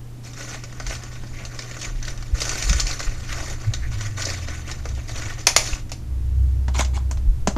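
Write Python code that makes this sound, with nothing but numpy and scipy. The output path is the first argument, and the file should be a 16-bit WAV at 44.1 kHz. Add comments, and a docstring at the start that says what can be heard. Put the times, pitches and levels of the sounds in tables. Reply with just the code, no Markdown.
"""Toy crane in a small room

Close to the microphone a plastic toy crane is wound by hand: the winch scrapes, squeaks, rattles and
clicks, then snaps twice. A toy on a card is picked up and turned over. Soft low thuds come and go.
Mains hum runs throughout; a low drone, like an engine outdoors, sinks in pitch and settles."""
import sys
import numpy as np
from scipy import signal
from scipy.fft import rfft, irfft, next_fast_len
from scipy.io import wavfile
from scipy.ndimage import uniform_filter1d, map_coordinates

SR = 44100
rng = np.random.default_rng(int(sys.argv[2]) if len(sys.argv) > 2 else 0)


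def to_wav(s):
    """Save 16-bit WAV."""
    ch = np.atleast_2d(s).T  # columns
    pcm = np.round(np.clip(ch, -1, 1) * 32767)  # PCM
    wavfile.write(sys.argv[1], SR, pcm.astype(np.int16))


N = 333969

# broad colour of the crane's hollow plastic: frequency_hz, gain_db
PLASTIC_COLOUR = [(150, -31.5), (250, -3.5), (296, 3), (389, -3.5), (556, -2.5), (941, -8), (1150, -1.5),
                  (1490, -5.5), (1620, -7), (1920, 1), (3360, -5), (5990, 0.5), (9320, -14), (13500, -20),
                  (14500, -38)]
# resonances of its shell: centre_hz, width_hz, gain_db
SHELL_MODES = [(567, 31, 4.3), (706, 200, 5.4), (1150, 72, 3.8), (1478, 114, 10.1), (1810, 130, 3.9),
               (2380, 57, 1.1), (3690, 45, 8), (4410, 140, 4.2), (5360, 67, 1.33), (6010, 270, 3.4),
               (6810, 790, 6.9), (8520, 170, 2.7)]
HELD_S = (0.25, 5.8)  # the crane is in the hand from, until


def amp(db):
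    """Decibels to gain."""
    return 10 ** (np.asarray(db) / 20)


def unit(x):
    """Scale to rms 1."""
    return x / np.sqrt(np.mean(x ** 2) + 1e-20)


def along(points, hz):
    """Read (frequency_hz, value) points on a log frequency axis."""
    points_hz, values = np.transpose(points)
    return np.interp(np.log(hz + 1), np.log(points_hz + 1), values)


def curve(points, outside=None):
    """Join (time_s, value) points into one value per sample."""
    times_s, values = np.transpose(points)
    return np.interp(np.arange(N) / SR, times_s, values, outside, outside)


def wobble(rate):
    """A smooth random curve with rate knots a second."""
    knots = rng.standard_normal(int(N * rate / SR) + 4)
    return map_coordinates(knots, [np.arange(N) * rate / SR])


def coloured(x, gain):
    """Minimum-phase filter with the given gain over frequency."""
    size = 2 * next_fast_len(len(x) // 2 + 4096)
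    cepstrum = irfft(np.log(np.maximum(gain(np.fft.rfftfreq(size, 1 / SR)), 1e-6)))
    cepstrum[1:size // 2] *= 2
    cepstrum[size // 2 + 1:] = 0
    return irfft(rfft(x, size) * np.exp(rfft(cepstrum)), size)[:len(x)]


def body(colour, modes=()):
    """Gain over frequency: a broad colour with resonant peaks."""
    def gain(hz):
        peaks_db = sum(db / (1 + (2 * (hz - centre) / width) ** 2) for centre, width, db in modes)
        return amp(along(colour, hz) + peaks_db)
    return gain


def noise(colour):
    """Steady coloured noise of rms 1."""
    return unit(coloured(rng.standard_normal(N), body(colour)))


def below(hz, edge_hz):
    """Smooth step from 1 under the edge to 0 above it."""
    return 1 / (1 + (hz / edge_hz) ** 6)


def two_bands(x, edge_hz, high, low):
    """Set the levels above and under an edge separately."""
    under = irfft(rfft(x) * below(np.fft.rfftfreq(N, 1 / SR), edge_hz), N)
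    return high * unit(x - under) + low * unit(under)


def add(track, start_s, sound):
    """Mix a sound into a track."""
    start = max(round(start_s * SR), 0)
    part = track[start:start + len(sound)]
    part += sound[:len(part)]


def contact(gain, rise_s, t60_s, ring_db, ring_t60_s):
    """One blow of rms 1 at its height: a dense crack, then the part's short ring."""
    t = np.arange(SR // 6) / SR
    attack = 1 - np.exp(-(t / rise_s) ** 2)
    decay = amp(-60 * t / t60_s) + amp(ring_db - 60 * t / ring_t60_s)
    hit = coloured(attack * decay * rng.standard_normal(len(t)), gain)
    return hit / np.sqrt(uniform_filter1d(hit ** 2, size=160).max())


def patchy(x, depth_db):
    """Each short moment favours other resonances, as the point of contact moves."""
    spectra = signal.stft(x, nperseg=256)[2]
    patches = rng.standard_normal(spectra.shape)
    for axis in (0, 1, 0, 1):
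        patches = uniform_filter1d(patches, size=4, axis=axis)
    return signal.istft(spectra * amp(depth_db * np.tanh(unit(patches))), nperseg=256)[1][:len(x)]


def friction(gain, slips_per_s, spread_db, smooth_db, patchy_db):
    """Tiny slips of random size on a finer rub, heard through a body."""
    slips = (rng.random(N) < slips_per_s / SR) * rng.choice([-1, 1], N)
    sizes = amp(spread_db * np.minimum(rng.exponential(size=N), 3))
    rub = unit(slips * sizes) + amp(smooth_db) * rng.standard_normal(N)
    return coloured(patchy(rub, patchy_db), gain)


def strokes(rows, grip_s, release_db_per_s):
    """Treble and body gain of hand strokes: each swells just before its start, holds and dies away."""
    t, power = np.arange(N) / SR, np.full((2, N), 1e-12)
    for start_s, length_s, high_db, low_db in rows:
        swell = np.clip((t - start_s) / grip_s + 1, 0, 1)
        release = amp(-release_db_per_s * np.clip(t - start_s - length_s, 0, 1))
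        power += np.outer(amp([high_db, low_db]), swell * release) ** 2
    return np.sqrt(power)


def room_tone():
    """The room itself: mains hum, an uneven rumble, a low murmur and hiss."""
    # steady tones of the hum: pitch_hz, level_db
    hum_tones = [(120, -38.5), (167, -83), (199, -64), (311, -57.5)]
    # rise and fall of the rumble: time_s, relative_db
    rumble_levels = [(0.0, -42), (0.19, -48), (1.22, -39), (1.71, -45), (2.11, -36), (3.94, -35),
                     (4.19, -42.5), (4.98, -38), (5.29, -35.5), (7.04, -42), (7.34, -27), (7.57, -35.5)]
    # spectra of the rumble, the murmur and the hiss: frequency_hz, gain_db
    rumble_colour = [(10, -4.5), (20, 0), (35, -6), (60, -9.5), (100, -12.5), (140, -28.5), (230, -71.5)]
    murmur_colour = [(60, -32.5), (110, -4), (220, -2.5), (330, -7), (500, -17.5), (800, -42), (2000, -85)]
    hiss_colour = [(150, 0), (700, 0), (1000, -4), (2000, -8), (3500, -11.5), (7000, -12), (8500, -16),
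                   (14500, -19)]
    t = np.arange(N) / SR
    hum = sum(amp(db) * np.sqrt(2) * np.sin(2 * np.pi * hz * t + 0.039 * wobble(5))
              for hz, db in hum_tones)
    rumble = amp(curve(rumble_levels) + 6.5) * noise(rumble_colour)
    hiss = amp(-52) * noise(hiss_colour)
    murmur = amp(-47.5) * noise(murmur_colour)
    return hum + rumble + murmur + hiss


def reflections(x):
    """The near walls answer, a little differently from moment to moment as things move."""
    # decay of the small room: frequency_hz, t60_s
    decay_times = [(200, 0.38), (1500, 0.24), (6000, 0.26), (14000, 0.25)]
    out, block = np.zeros(N), SR // 4
    for start in range(0, N, block):
        hz, t, spectra = signal.stft(rng.standard_normal(SR // 2), SR, nperseg=256)
        decay = amp(-60 * t / along(decay_times, hz)[:, None])
        tail = signal.istft(spectra * decay, SR, nperseg=256)[1]
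        echo = signal.fftconvolve(x[start:start + block], tail / np.linalg.norm(tail))
        add(out, start / SR + 0.005, echo)
    return out


def engine():
    """Outdoors: only the firing note and a dull roar pass the walls. Twice the note sinks from high."""
    # loudness of the engine indoors: time_s, level_db
    levels = [(3.8, -56), (3.86, -32), (4.35, -29.5), (4.72, -38), (4.95, -27), (5.06, -34.5), (5.4, -40.5),
              (5.97, -43), (6.13, -23.5), (6.27, -24), (6.39, -16.5), (6.6, -20.5), (7.2, -23), (7.57, -31)]
    high_hz, low_hz, sink_octaves_per_s = 116, 64.3, 0.8
    t, hz = np.arange(N) / SR, high_hz
    for start_s in (3.84, 5.02):
        sinking_hz = high_hz * 2 ** (-sink_octaves_per_s * (t - start_s))
        hz = np.where(t < start_s, hz, np.maximum(sinking_hz, low_hz))
    roar = noise([(40, -44), (75, -6), (95, 6), (130, -13.5), (190, -35), (400, -60)])
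    phase = 2 * np.pi * np.cumsum(hz * (1 + 0.005 * wobble(11))) / SR
    note = np.sqrt(2) * (np.sin(phase) + amp(-23.5) * np.sin(2 * phase))
    return amp(curve(levels, outside=-120) + 0.7 * wobble(15)) * (note + amp(-10) * roar)


def low_thuds():
    """Soft low thuds and brief low swells of drone, each a tone that rises and fades."""
    # thuds and swells: crest_s, peak_db, pitch_hz, fade_cycles
    thuds = [(0.884, -21.5, 40.2, 1.1), (1.961, -21, 32.2, 1.9), (2.339, -8, 50.6, 0.46),
             (2.669, -17.5, 37.5, 0.97), (2.709, -9.5, 47, 0.79), (2.713, -19, 157, 1.1),
             (2.759, -13.5, 57.5, 0.83), (2.852, -16, 37.2, 1.15), (3.084, -10, 28.8, 0.45),
             (3.686, -12.5, 107.6, 2.06), (3.789, -27, 60.8, 6.5), (5.737, -13.5, 35, 0.31),
             (7.17, -15.5, 41.4, 0.69), (7.293, -6, 40, 0.77), (7.482, -17.5, 205, 1.3)]
    out, t = np.zeros(N), np.arange(-SR // 5, SR // 5) / SR
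    for crest_s, db, hz, cycles in thuds:
        swell = np.exp(-(t * hz / cycles) ** 2)
        add(out, crest_s + t[0], -amp(db) * swell * np.cos(2 * np.pi * hz * t))
    return out


def card_pack():
    """The cardboard pack drags off its stand and knocks as it is turned."""
    # hollow notes of the pack: centre_hz, width_hz, gain_db
    board_modes = [(407, 52, 9), (612, 57, 6.5), (953, 430, 2.5)]
    # spectra of the dragging edge and of the struck pack: frequency_hz, gain_db
    rasp_colour = [(150, -25), (250, -5), (469, -23), (565, -19), (864, -3), (1860, -13), (2160, -6.5),
                   (2700, -15), (3540, -11.5), (5320, -16), (6870, -9), (8560, -24), (14500, -38)]
    knock_colour = [(100, -18), (200, 9.5), (400, -8.5), (700, -0.5), (1200, -4.5), (1700, -8),
                    (2500, -14.5), (4000, -15.5), (6500, -14.5), (8400, -27.5), (10000, -43), (14500, -47)]
    # scuffs as it is lifted: start_s, length_s, rasp_db, board_db
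    drags = [(6.757, 0.0065, -35, -34), (6.792, 0.016, -26, -24), (6.955, 0.022, -40.5, -35.5)]
    # knocks on the card: start_s, relative_db, board_boost_db, edge_boost_db
    knocks = [(6.681, -24.5, -0.5, 2), (6.792, -17, 8, -6), (6.847, -28, -20, 2), (7.111, -25, -4, 17),
              (7.172, -36.5, -9, -1), (7.4724, -9, -4, 8), (7.563, -17, 7, -11)]
    rub = friction(body(rasp_colour, board_modes),
                   slips_per_s=400, spread_db=-0.5, smooth_db=-0.5, patchy_db=6.5)
    rasp, board = strokes(drags, grip_s=0.023, release_db_per_s=600)
    out = two_bands(rub, edge_hz=2040, high=rasp, low=board)
    for start_s, db, board_db, edge_db in knocks:
        def spot(hz):
            tilt_db = board_db * below(hz, 1600) + edge_db * (1 - below(hz, 6200))
            return body(knock_colour, board_modes)(hz) * amp(tilt_db)
        knock = contact(spot, rise_s=0.00087, t60_s=0.024, ring_db=-6, ring_t60_s=0.11)
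        add(out, start_s, amp(db - 3.5) * knock)
    return out


def cranking():
    """How hard the drum scrapes and shakes the shell: separate turns over a slow creep."""
    # turns of the crank by hand: start_s, length_s, scrape_db, shell_db
    turns = [(.245, 0.033, -44.5, -48.5), (.375, 0.087, -42.5, -41), (.49, 0.073, -40.5, -39),
             (.795, 0.043, -50, -50), (.875, 0.07, -38, -36.5), (1.025, 0.029, -54, -43.5),
             (1.13, 0.039, -48.5, -46), (1.34, 0.29, -53, -48), (1.55, 0.26, -45.5, -45.5),
             (1.835, 0.045, -41.5, -40), (2.075, 0.032, -42, -39), (2.355, 0.031, -38, -36),
             (2.405, 0.069, -32.5, -33.5), (2.51, 0.1, -32.5, -34.5), (2.64, .17, -34, -36.5),
             (2.865, 0.09, -36, -36.5), (3.0, 0.055, -37.5, -40), (3.06, 0.33, -46.5, -43),
             (3.295, 0.23, -39.5, -38), (3.61, 0.038, -47.5, -41), (3.925, 0.11, -46, -44),
             (4.005, 0.063, -41, -41), (4.18, 0.062, -36, -35.5), (4.27, 0.065, -35.5, -34.5),
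             (4.37, 0.065, -44.5, -42.5), (4.48, 0.11, -45, -42), (4.68, 0.03, -41.5, -39.5),
             (4.965, .04, -54, -45), (5.085, 0.037, -41.5, -44), (5.155, 0.16, -40.5, -37.5),
             (5.385, 0.025, -45.5, -43), (5.62, .07, -34.5, -37), (5.7, 0.05, -40.5, -41),
             (5.76, 0.022, -53.5, -55)]
    creep = (HELD_S[0], HELD_S[1] - HELD_S[0], -53.5, -50)
    return strokes(turns + [creep], grip_s=0.018, release_db_per_s=336)


def winch(scrape, shell):
    """The drum rubs in its bearing, catching unevenly many times a second."""
    rub = friction(body(PLASTIC_COLOUR, SHELL_MODES),
                   slips_per_s=2000, spread_db=1, smooth_db=-2.5, patchy_db=5)
    catches = amp(2.77 * np.tanh(wobble(110)))
    return amp(-0.5) * two_bands(rub * catches, edge_hz=3120, high=scrape, low=shell)


def squeaks():
    """Plastic sticks and slips on plastic, at a pitch that cannot hold steady."""
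    # squeaky rubs of the crank: middle_s, level_db, pitch_hz, length_s
    rubs = [(1.39, -41, 2195, .09), (1.85, -32, 2200, .02), (2.038, -37, 1813, 0.026),
            (3.33, -39, 1510, 0.072), (3.842, -38.5, 1814, 0.049), (4.21, -32, 1966, 0.033),
            (4.344, -29, 1930, .016), (5.735, -28, 2660, 0.0077)]
    out, t = np.zeros(N), np.arange(N) / SR
    wavering_time = np.cumsum(1 + 0.13 * wobble(900)) / SR
    grip = unit(amp(5.7 * np.tanh(wobble(300))))
    for middle_s, db, hz, length_s in rubs:
        swell = np.exp(-(2 * (t - middle_s) / length_s) ** 2)
        out += amp(db) * grip * swell * np.sin(2 * np.pi * hz * wavering_time)
    return out


def click(shell_db):
    """A loose part scuffs the shell at a spot with its own brightness and resonances."""
    grid_hz = np.arange(0, SR / 2, 450)
    spot_db = 4 * np.tanh(rng.standard_normal(len(grid_hz)))

    def spot(hz):
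        tilt_db = shell_db * below(hz, 2030) - 11.5 * (1 - below(hz, 8360))
        return body(PLASTIC_COLOUR, SHELL_MODES)(hz) * amp(np.interp(hz, grid_hz, spot_db) + tilt_db)
    return contact(spot, rise_s=0.003, t60_s=0.0087, ring_db=-21.5, ring_t60_s=0.075)


def rattle(scrape):
    """Loose parts chatter at random, as loudly as the crank is turned."""
    rattles_per_s, spread_db = 9, 11.5
    out, slots = np.zeros(N), np.arange(*HELD_S, 1 / rattles_per_s)
    for slot_s, (late, size, dull) in zip(slots, rng.random((len(slots), 3))):
        start_s = slot_s + late / rattles_per_s
        gain = scrape[int(start_s * SR)] * amp(2.5 + spread_db * (2 * size - 1.5))
        add(out, start_s, gain * click(shell_db=6.6 * (2 * dull - 2.5)))
    return out


def winch_clicks():
    """The winch catches and jumps."""
    # clear clicks: time_s, level_db, shell_boost_db
    jumps = [(0.3333, -40, -21), (0.5445, -34.5, 16), (.637, -33.5, -1), (.725, -38.5, 10),
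             (0.7988, -29, 7.5), (0.8655, -28, -7), (0.8968, -31.5, -17), (1.035, -34.5, -1),
             (1.2348, -37, 9), (1.451, -31.5, -8), (1.5901, -26.5, -1), (1.6214, -34, -4), (1.711, -33, 3),
             (1.7669, -34, 9), (1.8152, -30.5, -8), (1.828, -30, -6), (1.8477, -30, -11), (2.0268, -31, -8),
             (2.051, -33, -15), (2.0814, -30, -16), (2.1753, -38.5, -3), (2.2249, -36, 1),
             (2.4032, -27, -10), (2.4177, -20, -8), (2.4519, -27.5, 2), (2.4928, -20, -10),
             (2.6244, -21, -5.5), (2.6947, -19, -9), (2.7291, -19.5, 0), (2.798, -18.5, -14),
             (2.802, -18, -30), (2.8677, -23, -13), (2.911, -25.5, -8), (2.9925, -28, -6),
             (3.0032, -25.5, 3), (3.3265, -29.5, -10), (3.7364, -23, -6), (3.747, -37, -7),
             (3.926, -41, -12), (4.0094, -30, -1), (4.1964, -30, 0), (4.2204, -25, -11), (4.2528, -22, -33),
             (4.301, -27.5, -5), (4.4843, -31, 8.5), (4.714, -28.5, -4), (4.8546, -29, 12.5),
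             (4.8885, -36, -8), (4.9496, -42, -13), (5.0928, -32.5, 5), (5.3912, -36, 4), (5.733, -37, 3),
             (5.894, -42, 2), (5.922, -35, -8)]
    out = np.zeros(N)
    for time_s, db, shell_db in jumps:
        add(out, time_s - 0.001, amp(db) * click(shell_db))
    return out


def snaps():
    """Strained plastic lets go and the whole crane rings."""
    # two hard snaps and a light one: start_s, relative_db
    releases = [(5.4686, 1), (5.5629, 1.5), (5.917, -21.5)]
    # spectrum of the crack: frequency_hz, gain_db
    colour = [(120, -22), (250, -19.5), (400, -9.5), (620, -7.5), (950, -5), (1600, -10), (2300, 0),
              (3600, -7.5), (4600, -2), (6300, -2), (7600, -13.5), (10700, -12), (13000, -25), (15000, -33)]
    # resonances it excites: centre_hz, width_hz, gain_db
    modes = [(643, 440, 5.5), (2100, 300, 0.5), (4940, 300, -1.5), (5400, 300, 2.5), (5760, 80, -1),
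             (6800, 71, 14)]
    out = np.zeros(N)
    for start_s, db in releases:
        crack = contact(body(colour, modes), rise_s=0.0011, t60_s=0.016, ring_db=-16, ring_t60_s=0.15)
        add(out, start_s, amp(db - 6) * crack)
    return out


def scene():
    """A faint, bright stereo shimmer and hiss surround the centred sounds."""
    # spectrum of the shimmer and its hiss: frequency_hz, gain_db
    shimmer_colour = [(2500, -77.5), (4000, -57), (5000, -20.5), (7000, -6), (9000, -1), (12000, -3),
                      (14000, -7)]
    scrape, shell = cranking()
    crane = winch(scrape, shell) + winch_clicks() + squeaks() + rattle(scrape)
    cracks, pack = snaps(), card_pack()
    echo = reflections(amp(-11) * crane + amp(-10) * cracks + amp(-13) * pack)
    mid = crane + cracks + pack + echo + low_thuds() + engine() + room_tone()
    hiss = amp(-57.5) * rng.standard_normal(N)
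    shimmer = reflections(amp(-5) * crane + amp(-14) * cracks + amp(-12.5) * pack)
    side = coloured(shimmer + hiss, body(shimmer_colour))
    return np.array([mid + side, mid - side])


def record(dry):
    """The microphone input saturates softly at full scale and keeps nothing above its band limit."""
    top_hz = 14400
    saturated = dry / (1 + np.abs(dry) ** 8) ** (1 / 8)
    return irfft(rfft(saturated) * (np.fft.rfftfreq(N, 1 / SR) < top_hz), N)


dry = scene()
out = record(dry)
to_wav(out)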